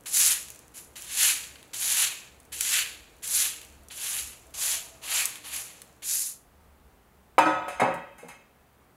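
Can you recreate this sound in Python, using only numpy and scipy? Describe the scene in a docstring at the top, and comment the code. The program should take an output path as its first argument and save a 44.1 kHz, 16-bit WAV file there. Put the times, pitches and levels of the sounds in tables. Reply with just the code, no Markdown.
"""Brushed rust, then a tray set down

A paintbrush sweeps rust dust and flakes across cardboard in short strokes, close up in a small workshop. Brush
and flakes are hails of tiny random ticks, shaped in level and coloured by bristles, paper and board. The scene
fades to a quieter corner, where a gloved hand sets a steel tray down on a wooden board, first on one edge, then
flat, and lets it go: dying sines and banded noise ring at each contact. Shaped noise makes the air and a low
rumble; a fuzzy sine makes a faint far moan."""
import sys
import numpy as np
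from scipy import signal
from scipy.io import wavfile
from scipy.ndimage import uniform_filter1d

SR = 44100
rng = np.random.default_rng(int(sys.argv[2]) if len(sys.argv) > 2 else 0)


def write(x):
    x = np.atleast_2d(x).T
    wavfile.write(sys.argv[1], SR, np.round(np.clip(x, -1, 1) * 32767).astype(np.int16))

N = 395136  # samples in the scene

# Brush strokes: touch_down_s, rest_s, speed_up_s, sweep_s, hiss_landing_db, hiss_full_speed_db,
# hiss_lift_off_db, drop_after_lift_db, then over the hiss: dust_fizz_db, early_rasp_db, late_rasp_db,
# board_drumming_db; rasp_pitch_hz, landing_s, dust_settling_db_per_s, extra_thud_db (paper and board),
# mid_sweep_press_db
BRUSH_STROKES = [(0.056, 0.053, 0.039, 0.16, -39, -27.5, -26, 15.3, 0.85, -10.5, -5, -26.5, 3700, 0.0055, 79, 5, 2.5),
                 (0.738, 0.0039, 0.025, 0.046, -50, -49.5, -54, 11, 3, -7.5, -7, -17, 2660, 0.0074, 85, -3, 3.5),
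                 (0.955, 0.11, .14, 0.095, -46, -26.5, -27.5, 12.7, 0.68, -3, -1, -24.5, 3250, .003, 73, -2.5, 2),
                 (1.732, 0.05, 0.032, 0.21, -37, -31.5, -26, 9.5, 0.5, -7.5, 0.5, -22.5, 3600, 0.0039, 102.5, 3, -2),
                 (2.518, 0.068, 0.045, 0.16, -38.5, -36, -30.5, 11.8, 0.19, -6, 3, -25.5, 3350, 0.011, 86.4, 4.5, 3),
                 (3.22, 0.047, 0.079, 0.11, -37.5, -28, -33, 9, 1.5, -7.5, -2, -28, 4100, .022, 86.4, -1, 2),
                 (3.9, 0.047, 0.038, 0.21, -47.5, -44, -37, 7.9, 2.5, -2.5, -3.5, -16, 3430, 0.021, 82, 11, 4),
                 (4.537, 0.025, 0.06, .13, -40.5, -32, -32.5, 15.7, 0.46, -6.5, -3.5, -19.5, 3640, 0.0072, 75, -1.5, 1.5),
                 (5.013, 0.047, 0.051, 0.093, -43.5, -36, -31, 10, 1.1, 1, -0.5, -12, 2900, .03, 80, -11, 2),
                 (5.436, 0.062, 0.048, 0.049, -44, -37.5, -41, 4.7, 1.9, -1.5, -4, -16, 3040, 0.033, 80, 7, 1),
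                 (6.02, 0.0086, 0.07, 0.19, -38.5, -28, -26.5, 6, 2.4, -11.5, -14, -31.5, 4260, 0.0095, 79.8, 13, 2)]
# Colours of the brush, shape only. Columns: frequency_hz, level_db_per_hz
BRISTLE_HISS = [(2500, -36.5), (4000, -10), (5500, -5.5), (6800, 1), (7600, 0.5), (8600, -8.5),
                (10000, -28.5)]
DUST_FIZZ = [(7500, -33.5), (8700, -5), (10100, 2), (11900, -3.5), (15000, -17.5), (16000, -24.5)]
CARDBOARD_RASP = [(600, -30), (1100, -10), (1600, 0), (2100, 0.5), (2600, 2), (3400, 0), (4500, 1),
                  (6000, -26)]
BOARD_DRUMMING = [(250, -26.5), (500, 2), (800, 9.5), (1250, 11), (1800, -19.5)]
# Share of the swell and fall followed by hiss, fizz, rasp, drumming: share (0-1)
SWELL_SHARE = (1, 0.99, 0.95, 0.61)
# Landing bump of hiss, fizz, rasp, drumming, before each stroke's extra thud: bump_db
LANDING_BUMP_DB = (-2, -4.5, 6.5, 7)
# Flakes that snap or drop back on the cardboard: start_s, burst_level_db, low_part_over_it_db
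FLAKE_DROPS = [(0.069, -30, -1), (0.1486, -29, -24), (0.1705, -16, -12), (0.2014, -16, -16),
               (0.484, -33.5, -4), (0.5025, -28, -16), (0.5467, -38, -19), (0.559, -35.5, -25),
               (0.5906, -34.5, -22), (1.012, -36.5, -15), (1.021, -28, -24), (1.5574, -43.5, 11),
               (1.628, -38, -1), (1.743, -26, -6.5), (1.856, -22, -19.5), (2.401, -38.5, -18),
               (2.451, -41, -21), (2.6081, -14.5, -9.5), (3.166, -46, -17), (3.243, -26, -13),
               (3.275, -24, -16), (3.615, -34, -1), (3.649, -36, -20), (3.834, -44, -22),
               (3.8844, -33, -19), (4.4676, -41.5, -18), (4.5055, -41, -16), (5.2547, -14.5, -36),
               (5.3558, -32.5, 3), (5.7554, -47, -38), (5.8177, -31, -5.5)]
# Colour of a ticking flake, shape only: frequency_hz, level_db_per_hz
FLAKE_SNAP = [(3500, -32.5), (6000, -4), (7500, -2.5), (10500, -2), (14000, -11.5), (16000, -9.5)]
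# Clear modes of the steel tray: pitch_hz, tilted_on_edge_db, lying_flat_db, t60_s (at ring factor 1)
TRAY_MODES = [(125.8, -25, -29.5, 0.85), (173.5, -32, -16.5, 0.61), (249, -34, -8.5, 0.3),
              (309, 0.5, -23.5, 0.36), (409, -24, -8, 0.26), (530, -4, -10.5, 0.59), (557, -12.5, -8, 0.78),
              (718, -5, -22, 0.86), (754, 1, -3, 0.51), (830, -22, -0.5, 0.44), (900, -3, -10, 0.73),
              (980, -1.5, -18.5, 0.81), (1098, -22, -16, 0.58), (1279, 0.5, -10, 0.71),
              (1456, -8, -36, 0.74), (1500, -18.5, -38, 0.19), (1670, -11, -22.5, 0.25),
              (1975, -9, -36, 0.47), (2140, -24.5, -6, 0.65), (2280, -21, -13, 0.43),
              (2440, -9.5, -31.5, 0.67), (2603, -11.5, -13.5, 0.62), (2980, -15, -22, 0.62),
              (3490, -23, -41.5, 0.97), (3630, -26, -37, .5), (3850, -23, -44.5, .45),
              (3905, -23, -42, 0.62), (4220, -23, -28, 0.2), (4780, -26, -42.5, 0.62),
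              (5222, -20.5, -45, 0.29), (6200, -24, -34, .45), (6600, -31, -36, 0.33),
              (7400, -32, -43, 0.85)]
# Tray contacts: start_s, ring_db, rise_s, hardness_db_per_octave, ring_factor (on t60), flatness (0-1),
# knock_db, knock_pitch_factor
TRAY_CONTACTS = [(7.3815, -22, 0.00062, 0, 0.67, 0.03, -7, 0.99),
                 (7.385, -21, 0.00094, 3.5, 0.072, 0.25, -14, 1.17),
                 (7.403, -38.5, .002, -6.5, 0.68, 0.3, -34, 0.92),
                 (7.456, -27, 0.0045, -1.5, 1, 0.01, -22, 2),
                 (7.681, -40, 0.00049, 4, 0.8, 0.54, -31.5, 0.75),
                 (7.797, -24, 0.0041, 2.5, 0.27, 1, -15, 0.94),
                 (7.8156, -22.5, 0.0014, -3, 0.79, 0.8, -20, 0.84),
                 (7.939, -55.5, 0.0014, 7.5, 0.3, 0.5, -40, 1.3), (8.182, -57, 0.00051, 6, 1, 1, -65, 1.2),
                 (8.229, -57, 0.0027, -7.5, 0.95, 0.96, -37, 0.62),
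                 (8.283, -50, 0.0016, 6, 0.57, 0.96, -54, 0.65)]
# Colour of tray modes too crowded to tell apart, before ridges and hardness: frequency_hz, level_db_per_hz
CROWDED_MODES = [(60, -58), (120, -16.5), (300, -12.5), (800, -1.5), (1300, -5.5), (1800, -13),
                 (2500, -17.5), (3300, -27), (5600, -40), (7000, -33), (10000, -34), (15000, -46)]
# Decay of those crowded modes, before ridges and ring factor: frequency_hz, t60_s
CROWDED_T60 = [(300, 0.75), (1000, 0.63), (3000, 0.9), (7000, 0.47), (14000, 0.12)]
# Modes of the wooden board under the tray, at pitch factor 1: pitch_hz, level_db, t60_s
BOARD_KNOCK = [(776, -1, 0.096), (988, -4.5, 0.062), (2270, -4, 0.014)]
# A faint far moan: time_s, level_db, pitch_hz
FAR_MOAN = [(4.3, -72, 637), (4.6, -57, 665), (4.95, -58, 660), (5.199, -72, 638), (5.8, -69, 660)]
# Air of the workshop and of the quieter corner, shape only: frequency_hz, level_db_per_hz
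WORKSHOP_AIR = [(59, -33.5), (100, -3), (255, -6.5), (492, -7.5), (676, -9), (1130, -13), (1250, -13),
                (4200, -25.5), (4870, -29.5), (11200, -25.5), (16000, -29.5)]
CORNER_AIR = [(53, -21), (90, -13), (103, -4), (249, -4), (323, -10), (419, -6.5), (568, -10.5),
              (690, -9.5), (737, -8.5), (1070, -11.5), (1160, -11.5), (5300, -29.5), (16000, -26.5)]
# Faint workshop hum: pitch_hz, level_db (rms, before the fade)
WORKSHOP_HUM = [(123.8, -72.5), (301.5, -73.5), (463.0, -72.5)]
# Far machinery or traffic, before the waver: time_s, level_db
RUMBLE_LEVEL = [(0.0, -62.5), (1.3, -65.5), (2.2, -68), (2.6, -64.5), (3.4, -60), (4.4, -59.5),
                (6.0, -69.5), (6.6, -61), (7.6, -65.5), (8.96, -68)]
# Colour of that rumble, shape only: frequency_hz, level_db_per_hz
RUMBLE_COLOUR = [(20, -17), (45, -6), (56, 3.5), (62, -6.5), (70, 9), (80, -14.5), (100, -13), (140, -40.5)]
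# One place gives way to the other: from_s, to_s
PLACE_FADE = (5.91, 6.395)

THUD_S = 0.016  # decay constant of the landing bump
SETTLE_DB, DROP_S = -4, 0.09  # bristles settle after landing; time constant of the drop after lift-off
# Rasp pitch starts at LAND_HZ, moves to the stroke's pitch, sags by a factor, then glides to TAIL_HZ
LAND_HZ, SAG, TAIL_HZ, GLIDE_S = 2950, 0.85, 2400, 0.32
HASTE, LINGER = 1.22, 0.88  # settling-rate factors: fine dust is faster, rasp slower, drumming slower still
LAG_S = 0.016  # rasp and drumming keep shifting against the hiss this long after lift-off
SURGE_DB = 0.7  # uneven hand pressure
SMALL_T60_S, LONGER = 0.0048, 0.42  # decay of a -40.5 dB flake; dB of length per dB of level
CRUMBS_DB, CRUMBS_T60_S = -16, 0.05  # crumbs scatter after each flake
TRICKLE_DB = -72  # grains that keep falling between strokes
HAZE_DB, CRACK_DB = 17, -25  # gain of the crowded modes; gain of the contact tick at hardness 0
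SHOP_DB, CORNER_DB, WAVER_DB = -58.5, -61, 2.5  # the two airs; rms waver of the rumble
ROOM_T60_S, ROOM_DB = 0.3, -10
EDGE_HZ = 15800  # cutoff of the final low-pass; almost nothing sounds above it


def gain_of(db):
    """Decibels to gain."""
    return 10 ** (np.asarray(db) / 20)


def evened(x):
    """Scales to rms 1."""
    return x / np.sqrt(np.mean(x ** 2) + 1e-20)


def drift(size):
    """Slow random wandering of rms 1: noise smoothed twice over size samples."""
    once = uniform_filter1d(rng.standard_normal(N), size=size)
    return evened(uniform_filter1d(once, size=size))


def read(points, hz):
    """Reads a spectrum on a log-frequency axis."""
    f, value = np.transpose(points)
    return np.interp(np.log(hz + 1), np.log(f + 1), value)


def add(mix, s, sound):
    """Mixes a sound in at time s."""
    part = mix[round(s * SR):][:len(sound)]
    part += sound[:len(part)]


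def response(points, size=2048):
    """Causal, minimum-phase impulse response of energy 1 with the given spectrum."""
    hz = abs(np.fft.fftfreq(2 * size, 1 / SR))
    log_gain = np.log(gain_of(read(points, hz)))
    spectrum = np.exp(log_gain - 1j * signal.hilbert(log_gain).imag)
    taps = np.fft.ifft(spectrum).real[:size]
    return taps / np.linalg.norm(taps)


def grit(per_s, spread_db):
    """Random tiny impacts of either sign, most small, a few large, scaled to rms 1."""
    size_db = spread_db * np.minimum(rng.exponential(1, N), 4.2)
    size = gain_of(size_db) * rng.choice([-1., 1.], N)
    return evened(size * (rng.random(N) < per_s / SR))


def resonate(x, hz, width):
    """A moving resonance: shifts the curve hz down to zero, smooths, and shifts back at gain 1."""
    turn = np.exp(2j * np.pi * np.cumsum(hz) / SR)
    r = np.exp(-np.pi * width / SR)
    return 2 * (turn * signal.lfilter([1 - r], [1, -r], x / turn)).real


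def brush():
    """Bristles drag over grit: a dense hail of ticks that sounds in the bristles, the paper and the board."""
    levels = np.zeros((4, N))
    rasp_hz = np.full(N, float(TAIL_HZ))
    for s, *row in BRUSH_STROKES:
        swell, hz = stroke(*row)
        for level, part in zip(levels, swell):
            add(level, s, part)
        rasp_hz[round(s * SR):][:len(hz)] = hz
    levels *= np.interp(np.arange(N) / SR, PLACE_FADE, (1, 0))
    levels *= gain_of(SURGE_DB * drift(700))
    coarse = grit(per_s=400.0, spread_db=4.0)  # large flakes tick in every part at once
    parts = []
    for level, colour in zip(levels, (BRISTLE_HISS, DUST_FIZZ, CARDBOARD_RASP, BOARD_DRUMMING)):
        # grit comes in clumps
        clumps = gain_of(1.27 * evened(uniform_filter1d(rng.standard_normal(N), 600)))
        ticks = evened(clumps * grit(per_s=12000., spread_db=2.5) + 0.33 * coarse)
        parts.append(signal.oaconvolve(ticks * level, response(colour))[:N])
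    hiss, fizz, rasp, drum = parts
    return hiss + fizz + 0.72 * rasp + 0.55 * resonate(rasp, rasp_hz, 980.0) + drum


def stroke(rest, rise, sweep, land_db, full_db, lift_db, drop_db, fizz_db, early_db, late_db, drum_db,
           top_hz, land, tail_db, knock_db, arch_db):
    """Levels of the four parts and rasp pitch through landing, rest, speed-up, sweep and lift-off."""
    marks = np.cumsum([0, rest, rise, sweep])
    t = np.arange(0, marks[-1] + .6, 1 / SR)
    along = np.clip((t - marks[2]) / sweep, 0, 1)
    after = np.maximum(t - marks[3], 0)  # seconds since lift-off

    hiss_db = np.interp(t, marks, (land_db, land_db + SETTLE_DB, full_db, lift_db))
    hiss_db += arch_db * np.sin(np.pi * along)
    hiss_db -= drop_db * (1 - np.exp(-after / DROP_S))  # the brush lifts quickly, then the dust settles

    late = (late_db - early_db) * np.clip((t - marks[2]) / (sweep + LAG_S), 0, 1) ** 0.98
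    over_hiss = (0, fizz_db, early_db + late, drum_db + late / 2)
    bumps = np.add(LANDING_BUMP_DB, (0, 0, knock_db, knock_db))
    settling = (1, HASTE, LINGER, LINGER ** 2)
    levels = []
    for share, over_db, bump_db, rate in zip(SWELL_SHARE, over_hiss, bumps, settling):
        swell_db = full_db + share * (hiss_db - full_db) + over_db
        thud_db = bump_db * np.exp(-t / THUD_S)
        levels.append(gain_of(swell_db + thud_db - rate * tail_db * after))

    hz_marks = [0, marks[2], marks[3], marks[3] + GLIDE_S]
    hz = np.interp(t, hz_marks, (LAND_HZ, top_hz, SAG * top_hz, TAIL_HZ))
    return np.minimum(t / land, 1) * np.array(levels), hz


def flakes():
    """Each flake is a noise burst with a fast decay and a fainter crumb tail; small grains trickle at random."""
    out, t = np.zeros(N), np.arange(1500) / SR
    high, low = response(FLAKE_SNAP), response(CARDBOARD_RASP)
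    noises = rng.standard_normal((len(FLAKE_DROPS), len(t)))
    for (s, db, low_db), noise in zip(FLAKE_DROPS, noises):
        t60 = SMALL_T60_S * gain_of(LONGER * (db + 40.5))  # larger flakes crumble longer
        crumbs = gain_of(CRUMBS_DB - 60 * t / CRUMBS_T60_S)
        fall = gain_of(-60 * t / t60) + crumbs
        burst = gain_of(db) * fall * np.minimum(t / 0.0011, 1) * noise
        add(out, s, np.convolve(burst, high + gain_of(low_db) * low))
    present = np.interp(np.arange(N) / SR, PLACE_FADE, (1, 0))
    trickle = gain_of(TRICKLE_DB) * present * grit(per_s=25.0, spread_db=3.5)
    return out + signal.oaconvolve(trickle, high)[:N]


def tray():
    """Each contact rings clear modes, a haze of faint ones and the board; flatness sets which modes speak."""
    hz, edge_db, flat_db, t60 = np.tile(np.transpose(TRAY_MODES), 2)
    # each mode gets a fainter random close neighbour, so the ringing flutters like a tray rattling on the board
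    neighbour = np.arange(len(hz)) >= len(TRAY_MODES)
    side = rng.choice([-1, 1], len(hz))
    hz = hz + neighbour * side * rng.uniform(7.0, 16., len(hz)) * np.sqrt(hz / 1000)
    lumps_db = 7. * (rng.exponential(1, 513) - 1).clip(-1, 2)  # ridges of the haze, shared by all contacts
    wood_hz, wood_db, wood_t60 = np.transpose(BOARD_KNOCK)
    out, t = np.zeros(N), np.arange(round(.9 * SR)) / SR
    for s, db, rise, tilt_db, ring, flat, knock_db, pitch in TRAY_CONTACTS:
        mode_db = edge_db + flat * (flat_db - edge_db) + tilt_db * np.log2(hz / 1000) - 4.6 * neighbour
        clear = modes(hz, mode_db, ring * t60, rng.uniform(0, 2 * np.pi, len(hz)))
        wash = haze(tilt_db, ring, lumps_db)[:len(t)]
        # dry tick of contact
        tick = uniform_filter1d(np.diff(rng.standard_normal(len(t) + 1)), size=2)
        crack = gain_of(CRACK_DB + 4.8 * tilt_db - 60 * t / 0.043) * tick
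        add(out, s, gain_of(db) * (clear + wash + crack) * (1 - np.exp(-t / rise)))
        knock = modes(pitch * wood_hz, wood_db, wood_t60, 0 * wood_hz, length=.1)
        knock_rise = 1 - np.exp(-t[:SR // 10] / (rise / 2))
        add(out, s, gain_of(knock_db) * knock * knock_rise)
    return signal.sosfilt(signal.butter(4, 90, "high", fs=SR, output="sos"), out)


def modes(hz, db, t60, phase, length=.9):
    """Sum of sines that die exponentially, as struck solid bodies do."""
    t = np.arange(round(length * SR), dtype=np.float32)[:, None] / np.float32(SR)
    rate, turn, phase = (np.float32(v) for v in (np.log(1000) / t60, 2 * np.pi * hz, phase))
    return (np.exp(-rate * t) * np.sin(turn * t + phase)) @ np.float32(gain_of(db))


def haze(tilt_db, ring, lumps_db):
    """Noise that dies band by band, bunched in narrow ridges: the sum of countless close modes."""
    hz, t, z = signal.stft(rng.standard_normal(SR), SR, nperseg=1024, noverlap=896)
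    ridges_db = lumps_db * np.clip(hz / 4000, .45, 1)
    colour_db = read(CROWDED_MODES, hz) + ridges_db + tilt_db * np.log2(hz / 1000 + .05)
    t60 = ring * read(CROWDED_T60, hz) * gain_of(0.16 * lumps_db)  # strong ridges ring longer
    dying = z * gain_of(colour_db[:, None] - 60 * t / t60[:, None])
    return gain_of(HAZE_DB) * signal.istft(dying, SR, nperseg=1024, noverlap=896)[1]


def room(x):
    """Sparse reflections of random sign that die away."""
    taps = np.zeros(SR // 2)
    at = np.arange(200, SR // 2 - 20, 20)
    taps[at + rng.integers(0, 20, len(at))] = rng.choice([-1., 1.], len(at))
    taps = taps * gain_of(-60 * np.arange(SR // 2) / SR / ROOM_T60_S)
    return signal.oaconvolve(x, taps / np.linalg.norm(taps))[:N]


def whine():
    """A far moan: a gliding sine made narrow and fuzzy by slow noise, swelling and fading."""
    s, db, hz = np.transpose(FAR_MOAN)
    t = np.arange(N) / SR
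    fuzz = drift(900)
    level = gain_of(np.interp(t, s, db, -200, -200))
    return level * fuzz * np.sin(2 * np.pi * np.cumsum(np.interp(t, s, hz)) / SR)


def air(points, size=2048):
    """Steady noise with a given spectrum."""
    return signal.oaconvolve(rng.standard_normal(N + size), response(points, size=size), "valid")[:N]


def background():
    """Workshop air and hum cross-fade to the corner's air, over a wavering low rumble."""
    t = np.arange(N) / SR
    corner_share = np.interp(t, PLACE_FADE, (0, 1))
    rumble_db = np.interp(t, *np.transpose(RUMBLE_LEVEL)) + WAVER_DB * drift(5000)
    rumble = gain_of(rumble_db) * air(RUMBLE_COLOUR, size=16384)
    noise = rng.standard_normal(N)
    hum = sum(gain_of(db) * evened(resonate(noise, np.full(N, float(hz)), 2.1)) for hz, db in WORKSHOP_HUM)
    shop = gain_of(SHOP_DB) * air(WORKSHOP_AIR) + hum
    corner = gain_of(CORNER_DB) * air(CORNER_AIR)
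    return (1 - corner_share) * shop + corner_share * corner + rumble


def scene():
    """Brush, flakes and tray in the room, over the background and the far moan."""
    near = brush() + flakes() + tray()
    return (near + gain_of(ROOM_DB) * room(near) + background() + whine())[None]


def record(dry):
    """Limits the band with a steep low-pass at EDGE_HZ."""
    low_pass = signal.firwin(511, EDGE_HZ, window=("kaiser", 9), fs=SR)
    return signal.oaconvolve(dry, low_pass[None], "same")


dry = scene()
out = record(dry)
write(out)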